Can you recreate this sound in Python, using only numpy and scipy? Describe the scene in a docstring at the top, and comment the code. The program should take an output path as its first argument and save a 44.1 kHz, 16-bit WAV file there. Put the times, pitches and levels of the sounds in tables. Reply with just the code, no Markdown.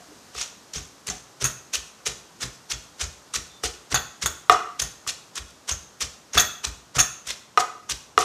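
"""On a padded kitchen counter a wooden pestle pounds sliced herbs in a clay mortar, about three strokes a second.
Snapping fibres crunch as filtered pulses; thumps excite decaying modes of the counter and a cupboard rumble.
Knocks ring the clay modes, at some strokes glass and metal chatter, and a faint squeak and bumps occur.
Shaped noise gives the room's hiss, and convolution with decaying noise gives its echoes."""
import sys
import numpy as np
from scipy import signal
from scipy.fft import rfft, irfft
from scipy.io import wavfile
from scipy.ndimage import uniform_filter1d

SR = 44100
rng = np.random.default_rng(int(sys.argv[2]) if len(sys.argv) > 2 else 0)


def wav_record(signal):
    """Record a signal, one row per channel, as 16-bit PCM in the file named by sys.argv[1]."""
    frames = np.transpose(np.atleast_2d(signal))
    bounded = np.clip(frames, -1, 1)
    # unit amplitude maps onto the largest positive 16-bit level
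    quanta = np.round(bounded * 32767).astype(np.int16)
    wavfile.write(sys.argv[1], SR, quanta)


N = 363384

# All levels in the tables are relative.
# room noise: (time [s], hum level [dB], hiss level [dB])
ROOM_NOISE = [(0, -54, -52), (1.0, -55, -55), (3.0, -55.5, -55), (5.0, -55, -55.5), (7.0, -57, -57.5),
              (8.24, -55, -58)]
# room noise spectrum: (frequency [Hz], density [dB per Hz])
ROOM_NOISE_COLOUR = [(18, -45), (30, -25), (59, 1), (187, 5.5), (787, 2), (1110, 1), (2240, -6),
                     (6540, -2.5), (11300, -16), (13600, -15.5), (15500, -27)]
# faint soft bumps nearby: (time [s], level [dB], frequency [Hz])
BUMPS = [(.004, -39, 714), (0.086, -42.5, 305), (.115, -44, 417), (.160, -48, 231), (0.565, -45, 216)]
# reverberation bands: (centre [Hz], t60 [s], echo level [dB])
ECHO_BANDS = [(125, 0.3, -13.5), (356, 0.4, -8.5), (950, 0.49, -12.5), (2470, 0.54, -15.5),
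              (5800, 0.48, -16.5), (11900, 0.42, -16.5)]
# pushes into the herbs: (first bite [s], bite level [dB], delay to full pressure [ms],
# crush level [dB], letting go by 10 dB [ms], extra bass [dB])
HERB_PUSHES = [(0.35, -41, 42, -32, 36, -2), (.399, -45, 21, -26.5, 19, 0.5),
               (0.739, -34, 21, -30.5, 33, 1), (1.072, -32, 17, -26.5, 25, 4), (1.406, -45, 14, -27, 43, 7),
               (1.737, -27, 19.5, -19.5, 8.8, -4), (2.058, -36, 9.4, -20, 15.5, 0),
               (2.41, -39, 25.5, -25, 14.7, 6), (2.702, -33, 18.5, -22, 9, 1), (2.997, -52, 23, -23, 15, 4),
               (3.342, -29.5, 18.5, -18.5, 9.7, 0.5), (3.639, -25.5, 19, -22, 13, 1),
               (3.908, -43, 18.7, -25.5, 12, 7), (4.218, -39, 12.4, -23.5, 20, 4.5),
               (4.507, -35, 13, -22, 16, 8), (4.794, -48, 8.3, -19, 7.1, 0), (4.817, -43, 10, -31, 24, 8),
               (5.077, -25.5, 20.7, -23, 10.6, -0.5), (5.358, -34, 27.4, -27, 6.2, 4),
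               (5.682, -39.5, 16, -22, 14.4, 3.5), (6.009, -26.5, 17, -20.5, 11, 0),
               (6.337, -34, 18, -25, 88, 10), (6.638, -46.5, 13.2, -22.5, 7.2, 3.5),
               (6.953, -37, 15.5, -22.5, 16, 11.5), (7.273, -30.5, 35.4, -25, 11.5, 3),
               (7.588, -44.5, 21, -23, 9.8, 10), (7.899, -24, 20.4, -22, 8, -1),
               (8.191, -25, 24, -22.5, 20, -16)]
# crunch spectrum: (frequency [Hz], density [dB per Hz])
HERB_COLOUR = [(250, -21.5), (450, -15), (800, -17), (1200, -9), (1900, 0.5), (4600, -4.5), (6000, 0),
               (8000, -8), (12500, -22), (15000, -20)]
# pestle jarring the clay, hard on the bare wall or dull through the herbs:
# (time [s], level [dB], extra hollow modes [dB], extra wall modes [dB])
KNOCKS = [(0.351, -28.5, 8, 0), (.381, -29.5, -16, -2), (.755, -44.5, 25, 15), (1.108, -34.5, -7, 15),
          (1.414, -42, 26, -6), (1.745, -42, 23, 7), (2.068, -28, 18, 3), (3.341, -22.5, -9, -19),
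          (3.637, -21, 17, 8), (3.943, -20.5, 4, 11), (4.26, -27, 7, -8), (4.497, 8.5, -4, -1.5),
          (4.819, -43, -1, 18), (5.066, -25, -8, -20.5), (5.378, -30.5, 7, -11), (6.017, -23.5, 0.5, -7),
          (6.373, -9.5, -4, 1), (6.641, -28, 6, -6), (6.983, -14.5, -6.5, 4), (7.575, -1, 2.5, -11),
          (7.579, -5, -15, 4.5), (7.583, -8.5, -11, -14), (7.893, -26, -12, -21), (8.178, 2, 3, -2)]
# modes of the clay bowl: (frequency [Hz], level [dB], t60 [s])
MORTAR_MODES = [(440, -14.5, 0.045), (445, -19.5, 0.089), (497, -25.5, 0.033), (723.8, -15, 0.23),
                (757, -16.5, 0.2), (824, -17.5, 0.11), (943, -21.5, .09), (1015, -17.5, 0.08),
                (1153, -15, 0.11), (1221, 2.5, 0.032), (1166, -14.5, 0.15), (1246, -17.5, 0.1),
                (1310, -40, 0.095), (1291, -24, 0.13), (1312, -39, 0.22), (1817, -16.5, 0.066),
                (1980, -17.5, 0.048), (2453, -16.5, 0.04), (2805, -10.5, 0.03), (3410, -20, 0.064),
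                (3730, -28, 0.029), (4040, -16.5, 0.047), (5460, -2.5, 0.011)]
# thumps on the counter: (time [s], low mode level [dB], upper mode level [dB])
THUMPS = [(0.353, -47.5, -47), (0.759, -31, -36), (1.087, -37, -34), (1.424, -36, -26.5),
          (1.764, -41.5, -51), (2.072, -35.5, -39.5), (2.437, -39, -34.5), (2.726, -33.5, -38.5),
          (3.021, -28.5, -41), (3.357, -37, -40.5), (3.636, -33, -38.5), (3.923, -26.5, -25.5),
          (4.236, -28.5, -30), (4.493, -36.5, -35.5), (4.812, -31, -34.5), (5.071, -45, -43.5),
          (5.39, -36.5, -47.5), (5.71, -31, -39.5), (6.025, -33, -40.5), (6.354, -23.5, -24.5),
          (6.662, -33.5, -38.5), (6.966, -28.5, -24.5), (7.276, -47.5, -47), (7.573, -43, -41),
          (7.91, -39.5, -41), (8.174, -43, -36)]
# modes of the counter: (frequency [Hz], level [dB], t60 [s])
COUNTER_MODES = [(64.5, -5, 0.24), (58.5, -2, 0.23), (76.7, -3.5, 0.17), (98, -12, 0.13), (129.4, 1, 0.124),
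                 (166, -4, 0.099), (209.5, -10.5, 0.14), (291.5, -8, 0.092), (405, -6.5, 0.061)]
# cupboard rumble spectrum: (frequency [Hz], density [dB per Hz])
RUMBLE_COLOUR = [(35, -14), (60, 3), (130, 7.5), (250, -1.5), (450, -27.5)]
# things jumping on the counter: (time [s], ring level [dB], dull clatter level [dB], high ring level [dB])
JUMPS = [(.772, -27, -33, -60), (1.1, -22.5, -28, -51), (1.442, -15, -17, -17.5),
         (1.451, -18.5, -22, -18.5), (1.738, -32, -23.5, -37), (2.735, -36, -30, -62),
         (3.037, -28, -36, -57), (3.943, -15, -12, -19), (3.957, -20, -13, -50),
         (4.259, -13.5, -16.5, -21.5), (4.817, -19.5, -25, -27), (5.714, -19, -30.5, -33),
         (6.376, -16, -6, -15.5), (6.393, -13, -15.5, -26), (6.398, -9.5, -13, -10), (6.668, -33, -28, -38),
         (6.985, -16, -16, -30), (6.991, -11, -10.5, -16.5), (7.001, -10.5, -14.5, -18),
         (7.024, -23, -32, -38)]
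# modes of the glass and metal before detuning: (frequency [Hz], level [dB], t60 [s])
CROCKERY_MODES = [(950, -9.5, 0.008), (1502, 5.5, 0.0048), (1517, -14.5, 0.054), (1889, -15, 0.089),
                  (2637, -5, 0.015), (3447, -7.5, 0.039), (3640, -14, 0.036), (4160, -14, 0.0059),
                  (4500, -11.5, 0.016), (5550, -12.5, 0.051), (6180, -4, 0.019), (6446, -8.5, 0.037),
                  (6330, 0.5, 0.024), (7000, -6, 0.024), (6910, -11.5, 0.05), (6740, -17, 0.14),
                  (6600, 0, 0.038), (7200, -8.5, 0.045), (8200, -6.5, 0.0183), (9280, -12, 0.087),
                  (9810, -3.5, 0.024), (11000, -22, 0.057), (11670, -18.5, 0.096), (13700, -16, 0.076),
                  (13420, -10, 0.034), (14100, -13.5, 0.0406), (14330, -5, 0.04)]
# spectrum of grating contacts: (frequency [Hz], density [dB per Hz])
GRATING_COLOUR = [(500, -29), (1200, 4.5), (2000, -9.5), (4500, 1), (7000, -27), (10000, -24.5),
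                  (15000, -32)]
# faint thin squeak: (time [s], length [s], frequency [Hz], level [dB])
SQUEAKS = [(3.495, .12, 3570, -54)]

# Rise and fall times of pressure are those of a 10 dB change.
BITE_RISE_MS, BITE_FALL_MS, BITE_BASS_DB, BITE_TREBLE_DB = 3.8, 6.3, 4, 7
SWELL_SHARE, CRUSH_TREBLE_DB = 0.85, -0.7   # crush rise as a share of the delay after the bite
# the rustle as the pestle lifts after a thump
RUSTLE_AFTER_S, RUSTLE_DB, RUSTLE_RISE_MS, RUSTLE_FALL_MS = 0.12, -54.5, 73, 25
RUSTLE_BASS_DB, RUSTLE_TREBLE_DB = -1, 6
LOW_CUT_HZ, STOPBAND_HZ = 50.6, 16000


def from_db(db):
    """Logarithmic level: converts decibels to an amplitude ratio."""
    return 10 ** (np.asarray(db, float) / 20)


def rms_one(x):
    """Normalisation: scales a signal to unit rms."""
    return x / np.sqrt(np.mean(x ** 2) + 1e-20)


def coloured(x, colour, low=10, high=22000):
    """Spectral shaping: the part between two frequencies of a coloured signal; the whole spectrum has rms 1."""
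    hz = np.maximum(np.fft.rfftfreq(N, 1 / SR), 1)
    corner_hz, corner_db = np.transpose(colour)
    gain = from_db(np.interp(np.log(hz), np.log(corner_hz), corner_db))
    part = 1 / (1 + (low / hz) ** 6) - 1 / (1 + (high / hz) ** 6)
    spectrum = rfft(rms_one(x)) * gain * part
    return irfft(spectrum / np.sqrt(np.mean(gain ** 2)), N)


def ring(times, gains, hz, t60):
    """Impulse response of a damped resonator: each click sets a decaying sine of its own height ringing."""
    clicks = np.full(N, 1e-18)
    at = np.minimum((np.ravel(times) * SR).astype(int), N - 1)
    np.add.at(clicks, at, np.ravel(gains))
    r, w = from_db(-60 / (t60 * SR)), 2 * np.pi * hz / SR
    return signal.lfilter([0, np.sin(w)], [1, -2 * r * np.cos(w), r * r], clicks)


def hiss():
    """Stationary broadband noise: the kitchen's hum and hiss are two bands of one noise with slowly moving levels."""
    s, hum_db, hiss_db = np.transpose(ROOM_NOISE)
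    t, white = np.arange(N) / SR, rng.standard_normal(N)
    low_band = rms_one(coloured(white, ROOM_NOISE_COLOUR, high=1510))
    high_band = rms_one(coloured(white, ROOM_NOISE_COLOUR, low=1260))
    hum = from_db(np.interp(t, s, hum_db)) * low_band
    return hum + from_db(np.interp(t, s, hiss_db)) * high_band


def bumps():
    """Damped resonance under a soft force: each short bump is a decaying sine smoothed by a brief contact."""
    contact = np.hanning(round(0.0016 * SR))
    rings = sum(ring(s, from_db(level_db), hz, 0.12) for s, level_db, hz in BUMPS)
    return np.convolve(rings, contact / contact.sum())[:N]


def kitchen(x):
    """Reverberation: dense echoes off tiles and cupboards are noise that builds up, then dies band by band."""
    t, tail = np.arange(SR) / SR, 0
    centres = np.transpose(ECHO_BANDS)[0]
    edges = np.r_[30, np.sqrt(centres[1:] * centres[:-1]), 19000]
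    onset = 1 - np.exp(-(t / 0.013) ** 2)   # the echoes start after the first wall
    for (_, t60, echo_db), low, high in zip(ECHO_BANDS, edges, edges[1:]):
        band_filter = signal.butter(2, [low, high], "band", fs=SR, output="sos")
        band = rms_one(signal.sosfilt(band_filter, rng.standard_normal(SR)))
        dying = from_db(-60 * t / t60) * onset
        bandwidth_share = (high - low) / (SR / 2)
        tail = tail + from_db(echo_db) * band * dying * np.sqrt(bandwidth_share / np.sum(dying ** 2))
    return signal.fftconvolve(x, tail)[:N]


def pressures():
    """Loading and release: every rustle, bite and crush as
    (peak time [s], level [dB], rise [ms], fall [ms], extra bass [dB], extra treble [dB])."""
    rustle = (RUSTLE_DB, RUSTLE_RISE_MS, RUSTLE_FALL_MS, RUSTLE_BASS_DB, RUSTLE_TREBLE_DB)
    rows = [(s + RUSTLE_AFTER_S, *rustle) for s, *_ in THUMPS[:-1]]
    for s, bite_db, swell_ms, crush_db, fall_ms, bass_db in HERB_PUSHES:
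        rows.append((s, bite_db, BITE_RISE_MS, BITE_FALL_MS, BITE_BASS_DB, BITE_TREBLE_DB))
        full_s = s + swell_ms / 1000
        rows.append((full_s, crush_db, SWELL_SHARE * swell_ms, fall_ms, bass_db, CRUSH_TREBLE_DB))
    return rows


def herbs(snaps_per_s, spread_db, ring_db, clump_db):
    """Fracture noise: fibres snap at random, each with a short pitch, as the pressure swells and lets go."""
    snapping = rng.random(N) < snaps_per_s / SR
    sizes = from_db(spread_db * np.minimum(rng.exponential(1, N), 4))
    snaps = snapping * rng.choice([-1, 1], N) * sizes
    clumps = np.repeat(rng.standard_normal(N // 130 + 1), 130)[:N]   # fibres give way in clumps of 3 ms
    snaps = snaps * from_db(clump_db * clumps)

    at, pitches = np.flatnonzero(snaps), np.geomspace(400, 11000, 22)
    dealt = rng.integers(0, 22, N // 200 + 1)[at // 200]   # snaps close in time come from the same piece
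    rings = 0
    for k, hz in enumerate(pitches):
        own = at[dealt == k]
        rings = rings + np.sqrt(hz) * hz / 1000 * ring(own / SR, snaps[own], hz, 20.0 / hz)
    snaps = rms_one(snaps) + from_db(ring_db) * rms_one(rings)

    bass, body, treble = np.zeros((3, N))
    window = np.arange(-6000, 4400)
    ms = window / SR * 1000
    for s, level_db, rise, fall, bass_db, treble_db in pressures():
        near = np.clip(round(s * SR) + window, 0, N - 1)
        rising, falling = (-ms / rise).clip(0) ** 1.73, (ms / fall).clip(0) ** 0.68
        swell = from_db(level_db - 10 * np.where(ms < 0, rising, falling))
        for part, extra_db in ((bass, bass_db), (body, 0), (treble, treble_db)):
            part[near] = np.hypot(part[near], swell * from_db(extra_db))   # powers add
    out = bass * coloured(snaps, HERB_COLOUR, high=1525)
    out = out + body * coloured(snaps, HERB_COLOUR, 2380, 7960)
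    return out + treble * coloured(snaps, HERB_COLOUR, low=7500)


def mortar():
    """Modal excitation: where and how hard the pestle lands sets the share of each group of clay modes."""
    s, level_db, hollow_db, wall_db = np.transpose(KNOCKS)
    out = 0
    for hz, mode_db, t60 in MORTAR_MODES:
        extra_db = hollow_db if hz < 550 else wall_db if hz < 850 else 0
        strength_db = level_db + extra_db + mode_db - 7.0 + rng.normal(0, 1.0, len(s))
        slope_gain = 2 * np.sin(np.pi * hz / SR)   # offsets the differencing below at the mode's pitch
        out = out + ring(s, from_db(strength_db), hz, t60) / slope_gain
    out = np.diff(out, prepend=0)   # the air answers to the wall's speed, which thins the sound below each mode
    contact = np.exp(-2 * np.pi * 4500 / SR)   # wood yields, so the force rises softly
    out = signal.lfilter([(1 - contact) ** 2], [1, -2 * contact, contact ** 2], out)
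    # the bowl is too small to radiate bass
    return signal.sosfilt(signal.butter(4, 350, "high", fs=SR, output="sos"), out)


def counter():
    """Forced plate modes: the mortar's foot pushes through the pad and bounces once; the lowest swell slowest."""
    s, low_db, upper_db = np.transpose(THUMPS)
    pushes = s[:, None] + np.array([0, .014]) * rng.uniform(0.768, 1.098, (len(s), 2))
    out = 0
    for hz, mode_db, t60 in COUNTER_MODES:
        thump_db = low_db if hz < 80 else upper_db
        strength_db = thump_db[:, None] + mode_db + [0, -1] + rng.normal(0, 3.2, pushes.shape)
        push = np.hanning(round(0.53 / hz * SR))   # about half a cycle long
        rings = ring(pushes, from_db(strength_db), hz, t60)
        out = out + np.convolve(rings, push / push.sum())[:N]
    return out


def cupboard():
    """Energy build-up and decay: doors and contents under the counter rumble loosely after each thump."""
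    s, low_db, upper_db = np.transpose(THUMPS)
    energy = np.zeros(N)
    energy[(s * SR).astype(int)] = from_db(upper_db - 13.5) ** 2 + from_db(low_db - 20.0) ** 2
    for tau in (.004, .03):   # seconds: a quick swell, then the dying away
        energy = signal.lfilter([1], [1, -np.exp(-1 / (tau * SR))], energy)
    return np.sqrt(energy / 150) * coloured(rng.standard_normal(N), RUMBLE_COLOUR)


def crockery():
    """Repeated impact: a jump is a touch and a dying chatter of loose pieces at near pitches; contacts also grate."""
    s, ring_db, clatter_db, high_db = np.transpose(JUMPS)
    touch = np.arange(14)
    after = .012 * rng.exponential(1, (len(s), 14)) * (touch > 1) + .001 * rng.random((len(s), 14))
    times = s[:, None] + after
    fading_db = -350 * after + 1.6 * (touch == 0)
    out = 0
    for hz, mode_db, t60 in CROCKERY_MODES:
        group_db = clatter_db if hz < 5000 else ring_db if hz < 8000 else high_db
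        level_db = group_db + rng.normal(0, 3.87, len(s))
        scatter_db = rng.normal(0, 1.07, after.shape)
        strength = from_db(level_db[:, None] + mode_db - 9.5 + fading_db + scatter_db)
        piece = rng.integers(0, 3, after.shape)
        detune = 1 + (.015 if hz < 5000 else .007) * np.array([-1, 0, 1])
        for k in range(3):
            hits = strength * (piece == k) * rng.choice([-1, 1], after.shape)
            out = out + ring(times, hits, hz * detune[k], t60)
    contacts = np.zeros(N)
    np.add.at(contacts, (times * SR).astype(int), from_db(clatter_db[:, None] + fading_db - 18.0) ** 2)
    grating = np.sqrt(signal.lfilter([1], [1, -np.exp(-1 / (0.0041 * SR))], contacts))
    out = out + grating * coloured(rng.standard_normal(N), GRATING_COLOUR)
    return signal.sosfilt(signal.butter(2, 600, "high", fs=SR, output="sos"), out)


def squeak():
    """Amplitude modulation: a sine holds its pitch while slow noise roughens its strength."""
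    t, out = np.arange(N) / SR, np.zeros(N)
    rough = rms_one(uniform_filter1d(rng.standard_normal(N), size=300))
    for s, length, hz, level_db in SQUEAKS:
        held = np.clip(np.minimum(t - s, s + length - t) / 0.0099, 0, 1)
        out = out + from_db(level_db) * held * (1 + 0.47 * rough) * np.sin(2 * np.pi * hz * t)
    return out


def scene():
    """Superposition: all sources, their echoes and the hiss add, alike on both sides."""
    blows = bumps() + herbs(snaps_per_s=9000, spread_db=-0.5, ring_db=-10.0, clump_db=1.5)
    blows = blows + mortar() + counter() + cupboard() + crockery() + squeak()
    return np.tile(blows + from_db(5) * kitchen(blows) + hiss(), (2, 1))


def record(dry):
    """Band limiting and saturation: a small microphone drops deep bass, loud peaks overload, the top is cut."""
    dry = signal.sosfilt(signal.butter(3, LOW_CUT_HZ, "high", fs=SR, output="sos"), dry)
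    held = dry / (1 + np.abs(dry) ** 6) ** (1 / 6)
    return signal.sosfilt(signal.cheby2(10, 70, STOPBAND_HZ, fs=SR, output="sos"), .96 * held)


dry = scene()
out = record(dry)
wav_record(out)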